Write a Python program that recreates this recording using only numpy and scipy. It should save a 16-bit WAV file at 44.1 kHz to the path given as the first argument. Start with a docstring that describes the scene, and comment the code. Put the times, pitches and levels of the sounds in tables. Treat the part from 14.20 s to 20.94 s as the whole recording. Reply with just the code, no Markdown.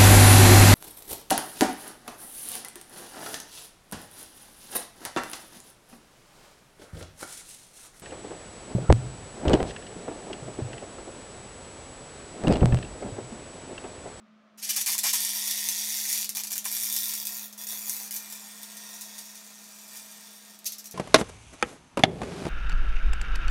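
"""A fan hums in a wooden garage; then, a few metres away, a wire-feed arc welder strikes on a steel frame.
Sparks spray, gas hisses, and the wire shorts into the pool over a hundred times a second, each time
with a snap, over the sizzle and roar of the arc. The arc pops and stumbles, settles to an even frying,
and ends in a last spray of sparks. The fan runs throughout."""
import sys
import numpy as np
from scipy import signal
from scipy.fft import rfft, irfft
from scipy.io import wavfile
from scipy.ndimage import uniform_filter1d, map_coordinates

SR = 44100
rng = np.random.default_rng(int(sys.argv[2]) if len(sys.argv) > 2 else 0)


def pcm_store(signal):
    """Save signal as 16-bit PCM."""
    levels = np.round(np.clip(np.atleast_2d(signal), -1, 1) * 32767)
    wavfile.write(sys.argv[1], SR, levels.astype(np.int16).T)


N = 297234
TIME = np.arange(N) / SR


def amp(db):
    """Decibels to gain."""
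    return 10 ** (np.asarray(db) / 20)


def unit_rms(x):
    """Scales to rms 1."""
    return x / np.sqrt(np.mean(x ** 2) + 1e-20)


def steady(x):
    """Holds rms at 1 over a sliding half second."""
    return x / np.sqrt(uniform_filter1d(x ** 2, SR // 2))


def at_hz(table, hz):
    """Table lookup on a log-frequency axis."""
    table_hz, value = np.transpose(table)
    return np.interp(np.log(hz + 1), np.log(table_hz), value)


def follow(table):
    """Each value column of a time table, per sample."""
    times_s, *columns = np.transpose(table)
    return [np.interp(TIME, times_s, column) for column in columns]


def bump(at_s, half_width_s):
    """Gaussian swell, height 1."""
    return np.exp(-((TIME - at_s) / half_width_s) ** 2)


def gust(start_s, hold_s, db, rise_s=.0051, fall_s=.0029):
    """Burst envelope: rise, hold, decay."""
    rise = np.clip((TIME - start_s) / rise_s, 0, 1)
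    return amp(db) * rise * np.exp(-np.maximum(TIME - start_s - hold_s, 0) / fall_s)


def drift(hz):
    """Random wander up to about hz, rms 1."""
    lowpass = np.exp(-(np.fft.rfftfreq(N, 1 / SR) / hz) ** 2)
    return unit_rms(irfft(rfft(rng.standard_normal(N)) * lowpass, N))


def through(x, response):
    """Convolution, cut to N."""
    return signal.oaconvolve(x, response)[:N]


def delayed(x, ms):
    """Variable delay."""
    return map_coordinates(x, [np.arange(N) - ms * SR / 1000], order=3)


def band(x, low_hz, high_hz):
    """Soft band-pass, rms 1."""
    return unit_rms(signal.sosfilt(signal.butter(2, [low_hz, high_hz], "band", fs=SR, output="sos"), x))


def ring(x, modes):
    """Sum of resonances, each at its own rms level."""
    return sum(amp(db) * unit_rms(signal.lfilter(*signal.iirpeak(hz, hz / width_hz, SR), x))
               for hz, width_hz, db in modes)


def click(spectrum, size=4096):
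    """Minimum-phase click with this spectrum, peak 1."""
    log_gain = np.log(amp(at_hz(spectrum, abs(np.fft.fftfreq(size, 1 / SR)))))
    wave = np.fft.ifft(np.exp(np.conj(signal.hilbert(log_gain)))).real[:size // 2]
    return wave / abs(wave).max()


# fan hum (time [s], level [dB])
HUM_LEVEL = [(.17, -57), (.22, -64.5), (.55, -57.5), (4.6, -57), (5.7, -61)]
# cooling air (frequency [Hz], relative density [dB])
AIR_SPECTRUM = [(25, -44), (60, -8.5), (120, -10), (190, 9.5), (320, 0.5), (650, -4.5), (900, -4),
                (1350, -10.5), (2000, -6), (3300, -9), (6000, -17), (12000, -39)]
# housing resonances (frequency [Hz], width [Hz], level [dB])
HOUSING_MODES = [(648, 41, -71), (1260, 200, -68.5)]

def fan(start_hz=218.5, end_hz=209.2, settle_s=.442, waver_db=.76, dip_db=-20, air_db=-68.5):
    """A wavering hum settles in pitch and dips briefly twice, over the rush of cooling air."""
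    hz = end_hz + (start_hz - end_hz) * np.exp(-TIME / settle_s)
    dips = sum(bump(at_s, half_width_s=.013) for at_s in (.07, .658))
    level_db = follow(HUM_LEVEL)[0] + dip_db * dips + waver_db * drift(14)
    hum = np.sqrt(2) * amp(level_db) * np.sin(2 * np.pi * np.cumsum(hz) / SR)
    air = unit_rms(through(rng.standard_normal(N), click(AIR_SPECTRUM)))
    return hum + amp(air_db) * air + ring(air, HOUSING_MODES)


# sprays of molten metal (time [s], hold [s], level [dB], lower edge [Hz])
SPARK_SPRAYS = [(0.374, 0.028, -46, 1400), (0.424, 0.029, -32.5, 2500), (0.488, 0.02, -23.5, 1970),
                (0.56, 0.021, -29, 1200), (0.664, 0.027, -28, 1000), (0.828, 0.084, -28, 1000),
                (0.93, 0.03, -24.5, 1200), (6.454, 0.021, -27, 3200), (6.525, 0.011, -39, 3600),
                (6.581, 0.018, -40, 4260), (6.717, 0.0073, -42, 3600)]
# spark hiss (frequency [Hz], relative density [dB])
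SPRAY_SPECTRUM = [(530, -46), (900, -51), (1120, -9.5), (1420, -7), (1690, -6), (4400, 1), (6200, 6),
                  (7500, -0.5), (11800, 2), (15500, 0)]

def sprays(room, grain_db=3):
    """Showers of sparks hiss out of the pool; finer ones have less body."""
    fizz = through(rng.standard_normal(N) * amp(grain_db * drift(1200)), click(SPRAY_SPECTRUM))
    showers = sum(band(fizz, low_hz, 15000) * gust(*burst) for *burst, low_hz in SPARK_SPRAYS)
    return in_room(showers, room) / np.linalg.norm(room[:2])


# steel frame resonances (frequency [Hz], width [Hz], relative level [dB])
FRAME_MODES = [(468, 26, -3), (690, 50, -2), (791, 20, -6), (900, 55, 1), (1410, 24, -4), (1625, 20, -5),
               (1790, 40, -6), (1841, 10, -2), (2394, 40, -6), (2575, 40, -7)]

def feed(start_s=.378, whirr_db=-65, gas_db=-59, rise_s=.0039):
    """Trigger pulled: wire rubs through the torch, shielding gas hisses."""
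    noise = rng.standard_normal(N)
    whirr = unit_rms(ring(noise, FRAME_MODES))
    gas = ring(ring(noise, [(3700, 4500, 0)]), [(5470, 21000, 0)])
    return (amp(whirr_db) * whirr + amp(gas_db) * gas) * np.clip((TIME - start_s) / rise_s, 0, 1)


ARC_ON_S, ARC_OFF_S = .417, 6.36
# the arc quietens as it settles into the pool (time [s], level [dB])
ARC_LEVEL = [(.42, -42.5), (.6, -33), (.76, -31), (1.1, -33), (1.98, -34.5), (2.25, -38), (2.55, -35),
             (2.8, -35), (3.22, -44.5), (3.8, -44.5), (4.35, -49), (4.75, -46.5), (5.35, -53),
             (5.95, -50.5), (6.38, -56)]
# brief swings, mostly harder frying (time [s], half width [s], change [dB])
ARC_SURGES = [(1.95, 0.044, 3), (3.51, 0.052, 4), (3.73, 0.075, 5), (3.945, 0.02, 3.5), (4.135, 0.038, 1.5),
              (4.435, 0.023, 1.5), (4.825, 0.028, -1), (4.985, 0.028, 2.5), (5.767, 0.046, 5)]

def arc_db():
    """How hard the arc burns; drives crackle, brightness, roar and spits."""
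    return follow(ARC_LEVEL)[0] + sum(db * bump(at_s, width_s) for at_s, width_s, db in ARC_SURGES)


def cold(warm_up_s=.19):
    """1 at the strike, 0 once the arc has taken hold."""
    return np.clip(1 - (TIME - ARC_ON_S) / warm_up_s, 0, 1)


def calm(below_db=-43, range_db=6):
    """0 while the arc crackles hard, 1 once it only fries."""
    return np.clip((below_db - arc_db()) / range_db, 0, 1)


# the wire stubs or loses the pool (start [s], end [s], relative level of relight pop [dB])
ARC_STALLS = [(.62, .6615, -8), (.755, .781, -8), (.797, .8395, -6), (.905, .9305, -9), (2.035, 2.15, -19),
              (2.215, 2.2363, -12), (2.252, 2.305, -20), (2.34, 2.356, -17), (2.372, 2.444, -30),
              (3.035, 3.0525, -16), (3.262, 3.378, -26), (3.45, 3.4695, -17), (3.887, 3.9095, -13)]

def burning(stall_db=-17, fade_s=.0043):
    """Arc gate: 1 while lit, ducked in a stall, 0 when off."""
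    lit = np.clip(np.minimum(TIME - ARC_ON_S, ARC_OFF_S - TIME) / fade_s + 1, 0, 1)
    stalled = sum((TIME > start_s) & (TIME < end_s) for start_s, end_s, _ in ARC_STALLS)
    return lit * uniform_filter1d(amp(stall_db * stalled), size=64)


# wire shorting into the pool (time [s], mean rate [1/s])
SHORTING_RATE = [(1.35, 170), (2.4, 114)]

def shorts(count=1100, spread_db=2.3, cracks=5, burst_s=.0009):
    """Each drop melts, bridges and bursts in tiny cracks; a longer wait ends in a harder snap."""
    waits = .78 + rng.exponential(.22, count)  # in mean periods
    sizes = waits ** .4 * amp(spread_db * np.clip(rng.standard_normal(count), -2, 1.2))
    periods = np.cumsum(follow(SHORTING_RATE)[0]) / SR
    short_s = np.interp(np.cumsum(waits), periods, TIME, right=N / SR)
    crack_s = short_s[:, None] + rng.uniform(0, burst_s, (count, cracks))
    kicks = sizes[:, None] * (-.88) ** np.arange(cracks)
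    return unit_rms(np.bincount((crack_s.ravel() * SR).astype(int), kicks.ravel(), N)[:N])


# weld pool (time [s], heat [0-1])
POOL_HEAT = [(1.5, 0), (3.1, 1)]
# snap on cold steel and on the hot pool (frequency [Hz], relative density [dB])
COLD_SPECTRUM = [(200, -58), (600, -22), (900, -19), (1200, -36), (1850, -11), (2400, -14.5), (2900, -11.5),
                 (3450, -6.5), (4300, -9), (6100, -2.5), (7600, -9), (9200, -4.5), (13000, -3.5),
                 (15600, -9)]
HOT_SPECTRUM = [(500, -57), (1400, -21), (2400, -10.5), (2950, -13), (3450, -2), (4300, -5), (6200, 1),
                (7700, -4), (9300, -0.5), (10900, -8.5), (11900, -5), (14000, -6), (15600, -8.5)]

def snap(kicks):
    """Kicks become snaps, thinner as the pool heats."""
    heat = follow(POOL_HEAT)[0]
    return (1 - heat) * through(kicks, click(COLD_SPECTRUM)) + heat * through(kicks, click(HOT_SPECTRUM))


def brightness_db(cold_db=-12, hot_db=7.5, knee_db=-45.5, slope=6, floor_db=-7):
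    """Top octave: weak at the strike, strong on a hot pool, weak again on a calm arc."""
    calm_db = np.clip(slope * (arc_db() - knee_db), floor_db, 0)
    return cold_db * cold() + hot_db * follow(POOL_HEAT)[0] + calm_db


def crackle(room, body_db=1, top_db=-1, split_hz=10500, ripple_hz=120, flutter_db=1.5, calm_snap_db=-3):
    """Snaps over sizzle; as the arc calms, the snaps sink into a fine, even frying."""
    throb = 1 + .3 * np.cos(2 * np.pi * ripple_hz * TIME)  # rectified supply
    hiss = throb * rng.standard_normal(N) * amp(flutter_db * (1 - calm()) * drift(200))
    sizzle = snap(unit_rms(hiss))
    snaps = snap(shorts()) * amp(calm_snap_db * calm())
    low, high = (signal.butter(5, split_hz, kind, fs=SR, output="sos") for kind in ("low", "high"))
    body = weave(tube_echo(signal.sosfilt(low, snaps + .7 * sizzle)))
    top = glance(signal.sosfilt(high, snaps + .32 * sizzle))
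    arc = amp(body_db) * steady(body) + amp(top_db + brightness_db()) * steady(top)
    return in_room(arc * amp(arc_db()) * burning(), room) / np.linalg.norm(room[:2])


def tube_echo(x):
    """The tube beside the seam throws each snap straight back."""
    return x + .2 * delayed(x, ms=.86)


# glove and helmet echoes (time [s], strength [0-1])
WEAVE_ECHOES = [(2.9, .1), (3.45, .28), (4.1, .28), (4.5, .08)]

def weave(x, delays_ms=(.5, .95, 1.4), swing=.14, rate_hz=3):
    """Echoes off glove and helmet swirl as the torch weaves."""
    strength = follow(WEAVE_ECHOES)[0]
    echoes = sum(delayed(x, ms * (1 + swing * drift(rate_hz))) for ms in delays_ms)
    return (x + strength * echoes) / np.sqrt(1 + len(delays_ms) * strength ** 2)


# echo off steel near the torch (time [s], delay [ms], strength [0-1])
STEEL_ECHO = [(2.9, .924, .3), (3.27, .893, .65), (3.6, .915, .45), (3.9, .932, .55), (4.22, .888, .55),
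              (4.5, .92, .4), (4.8, .915, .5), (5.3, .9, .25), (5.7, .915, .35)]

def glance(x, sway_ms=.005):
    """The echo path moves with the welder's hand and sweeps a comb through the hiss."""
    ms, strength = follow(STEEL_ECHO)
    return x + strength * delayed(x, ms + sway_ms * drift(4))


# arc flare-ups (time [s], hold [s], relative level [dB], centre [Hz])
ARC_FLARES = [(0.571, 0.011, -49.5, 760), (0.666, 0.03, -49.5, 1040), (0.747, 0.0047, -45, 910),
              (0.833, 0.0404, -43, 840), (0.933, .007, -42.5, 950), (2.174, 0.0071, -45, 2000),
              (2.355, .01, -49, 1780), (2.452, .009, -40.5, 950), (3.517, 0.02, -52, 630)]

def flares(drive, knock_db=-1, log_half_width=.27):
    """Dull puffs as the arc flares up."""
    knock = amp(knock_db) * band(drive, 580, 2100)
    ratio = np.exp(log_half_width)
    return sum(unit_rms(band(drive, hz / ratio, hz * ratio) + knock) * gust(*burst)
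               for *burst, hz in ARC_FLARES)


def roar(room, level_db=-59, knee_db=-46, slope=1.17, cold_db=-11, flutter_db=4, flare_db=2):
    """The fluttering arc column pumps the air and shakes the frame; it fades below the knee."""
    unrest = 1 - calm()
    drive = steady(rng.standard_normal(N) * amp(flutter_db * unrest * drift(250)) + unrest * shorts())
    steel = band(ring(drive, FRAME_MODES), 473, 4200)
    air = amp(-1) * band(drive, 163, 2700)
    rumble = amp(-23 - 8 * calm()) * band(band(drive, 95, 170), 95, 170)
    calm_db = slope * np.minimum(arc_db() - knee_db, 0)
    gain = amp(level_db + calm_db + cold_db * cold()) * np.sqrt(burning())
    column = (steel + air + rumble) * gain + amp(flare_db) * flares(drive)
    return in_room(column, room) / np.linalg.norm(room[:2])


def spits(max_per_s=3.6, over_arc_db=9, spread_db=2):
    """Random kicks for lesser pops, scaled to the arc; none once it is calm."""
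    struck = rng.random(N) < max_per_s / SR * (1 - calm())
    return struck * burning() * amp(arc_db() + over_arc_db + spread_db * rng.standard_normal(N))


# the wire burns free (time [s], relative level [dB])
WIRE_POPS = [(0.533, -19), (0.563, -4.5), (.613, -6), (0.717, -15), (0.729, -21), (.789, -7), (.8355, -11),
             (0.8703, -12), (0.934, -6), (1.005, -9), (1.0495, -7.5), (1.2785, -8), (1.3115, -7.5),
             (1.387, -14.5), (1.488, -4), (1.8905, -9), (1.9282, -5), (2.045, -9), (2.0926, -8.5),
             (2.1705, -10.5), (2.271, -13), (2.3298, -12.5), (2.38, -8.5), (2.4538, -10.5), (2.727, -11),
             (2.7638, -7), (2.8947, -10.5), (2.9375, -10.5), (3.07, -10), (3.2806, -28), (3.3273, -22.5),
             (3.6957, -9), (3.963, -12.5), (4.1253, -18), (4.432, -22.5), (4.57, -19.5), (4.8108, -17.5),
             (4.818, -17.5), (4.988, -18.5), (5.155, -24.5), (6.39, -28.5), (6.445, -24.5), (6.522, -15),
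             (6.584, -24), (6.6427, -23), (6.657, -21), (6.671, -25), (6.712, -23.5)]

def pops(room, pop_db=-3, spatter_db=.5, spatter_s=.0046, crack_db=-2, crack_s=.00025, edge_hz=8500):
    """A bridge of wire explodes: a hard crack, then a short fizz of spatter."""
    relights = [(end_s, db) for _, end_s, db in ARC_STALLS]
    at_s, db = np.transpose(WIRE_POPS + relights)
    kicks = np.bincount(np.round(at_s * SR).astype(int), amp(db + pop_db), N)[:N] + spits()
    t = TIME[:SR // 20]
    fade = np.exp(-t / spatter_s)
    spatter = amp(spatter_db) * rng.standard_normal(N) * through(kicks, fade / np.linalg.norm(fade))
    crack = amp(crack_db) * rng.choice([-1, 1], N) * through(kicks, np.exp(-t / crack_s))
    edge = signal.lfilter(*signal.butter(2, edge_hz, "high", fs=SR), crack)
    # the bright edge beams straight at the listener
    return glance(edge) + in_room(pop_body(kicks + spatter), room)


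# pop (frequency [Hz], relative density [dB])
POP_SPECTRUM = [(200, -52), (2000, -14), (6000, 1), (8000, -1.5), (12000, 0), (15500, -6.5)]

def pop_body(kicks):
    """Kicks become pops, echoed by glove and helmet."""
    return weave(through(kicks, click(POP_SPECTRUM)))


# bench and wall echoes (delay [ms], level [dB])
WALL_ECHOES = [(3.8, -11), (8.7, -14), (10.9, -12), (15.4, -14)]
# garage decay (frequency [Hz], T60 [s])
GARAGE_T60 = [(500, 0.013), (3500, 0.27), (8000, 0.22), (15000, 0.13)]

def garage(tail_db=-1, clutter_db=-2, clutter_s=.0088, dull_hz=10000):
    """Three responses: direct sound with echoes and tail, then two scatter patterns off the clutter."""
    t = TIME[:SR // 2]
    hz, frame_s, noise = signal.stft(rng.standard_normal(len(t)), SR, nperseg=256)
    decay = amp(-60 * frame_s / at_hz(GARAGE_T60, hz)[:, None])
    tail = signal.istft(noise * decay, SR)[1][:len(t)]
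    clutter = rng.standard_normal((2, len(t))) * np.exp(-t / clutter_s)
    clutter = signal.lfilter(*signal.butter(1, dull_hz, fs=SR), clutter / np.linalg.norm(clutter[0]))
    response = amp(tail_db) * tail / np.linalg.norm(tail)
    response[0] = 1
    for ms, db in WALL_ECHOES:
        response[round(ms * SR / 1000)] += amp(db)
    return np.vstack([response, amp(clutter_db) * clutter])


def in_room(x, room, turn_s=1.7):
    """Sound crosses the garage; the scatter shifts as the torch travels along the seam."""
    turn = 2 * np.pi * TIME / turn_s
    return through(x, room[0]) + np.cos(turn) * through(x, room[1]) + np.sin(turn) * through(x, room[2])


def scene():
    """Mono mix; arc, pops and sparks share one garage, feed and fan stay dry."""
    room = garage()
    return (crackle(room) + roar(room) + pops(room) + sprays(room) + feed() + fan())[None]


def record(dry):
    """Steep low-pass at the band edge."""
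    lowpass = signal.firwin(301, cutoff=15850, window=("kaiser", 9), fs=SR)
    return signal.oaconvolve(dry, lowpass[None], "same")


dry = scene()
out = record(dry)
pcm_store(out)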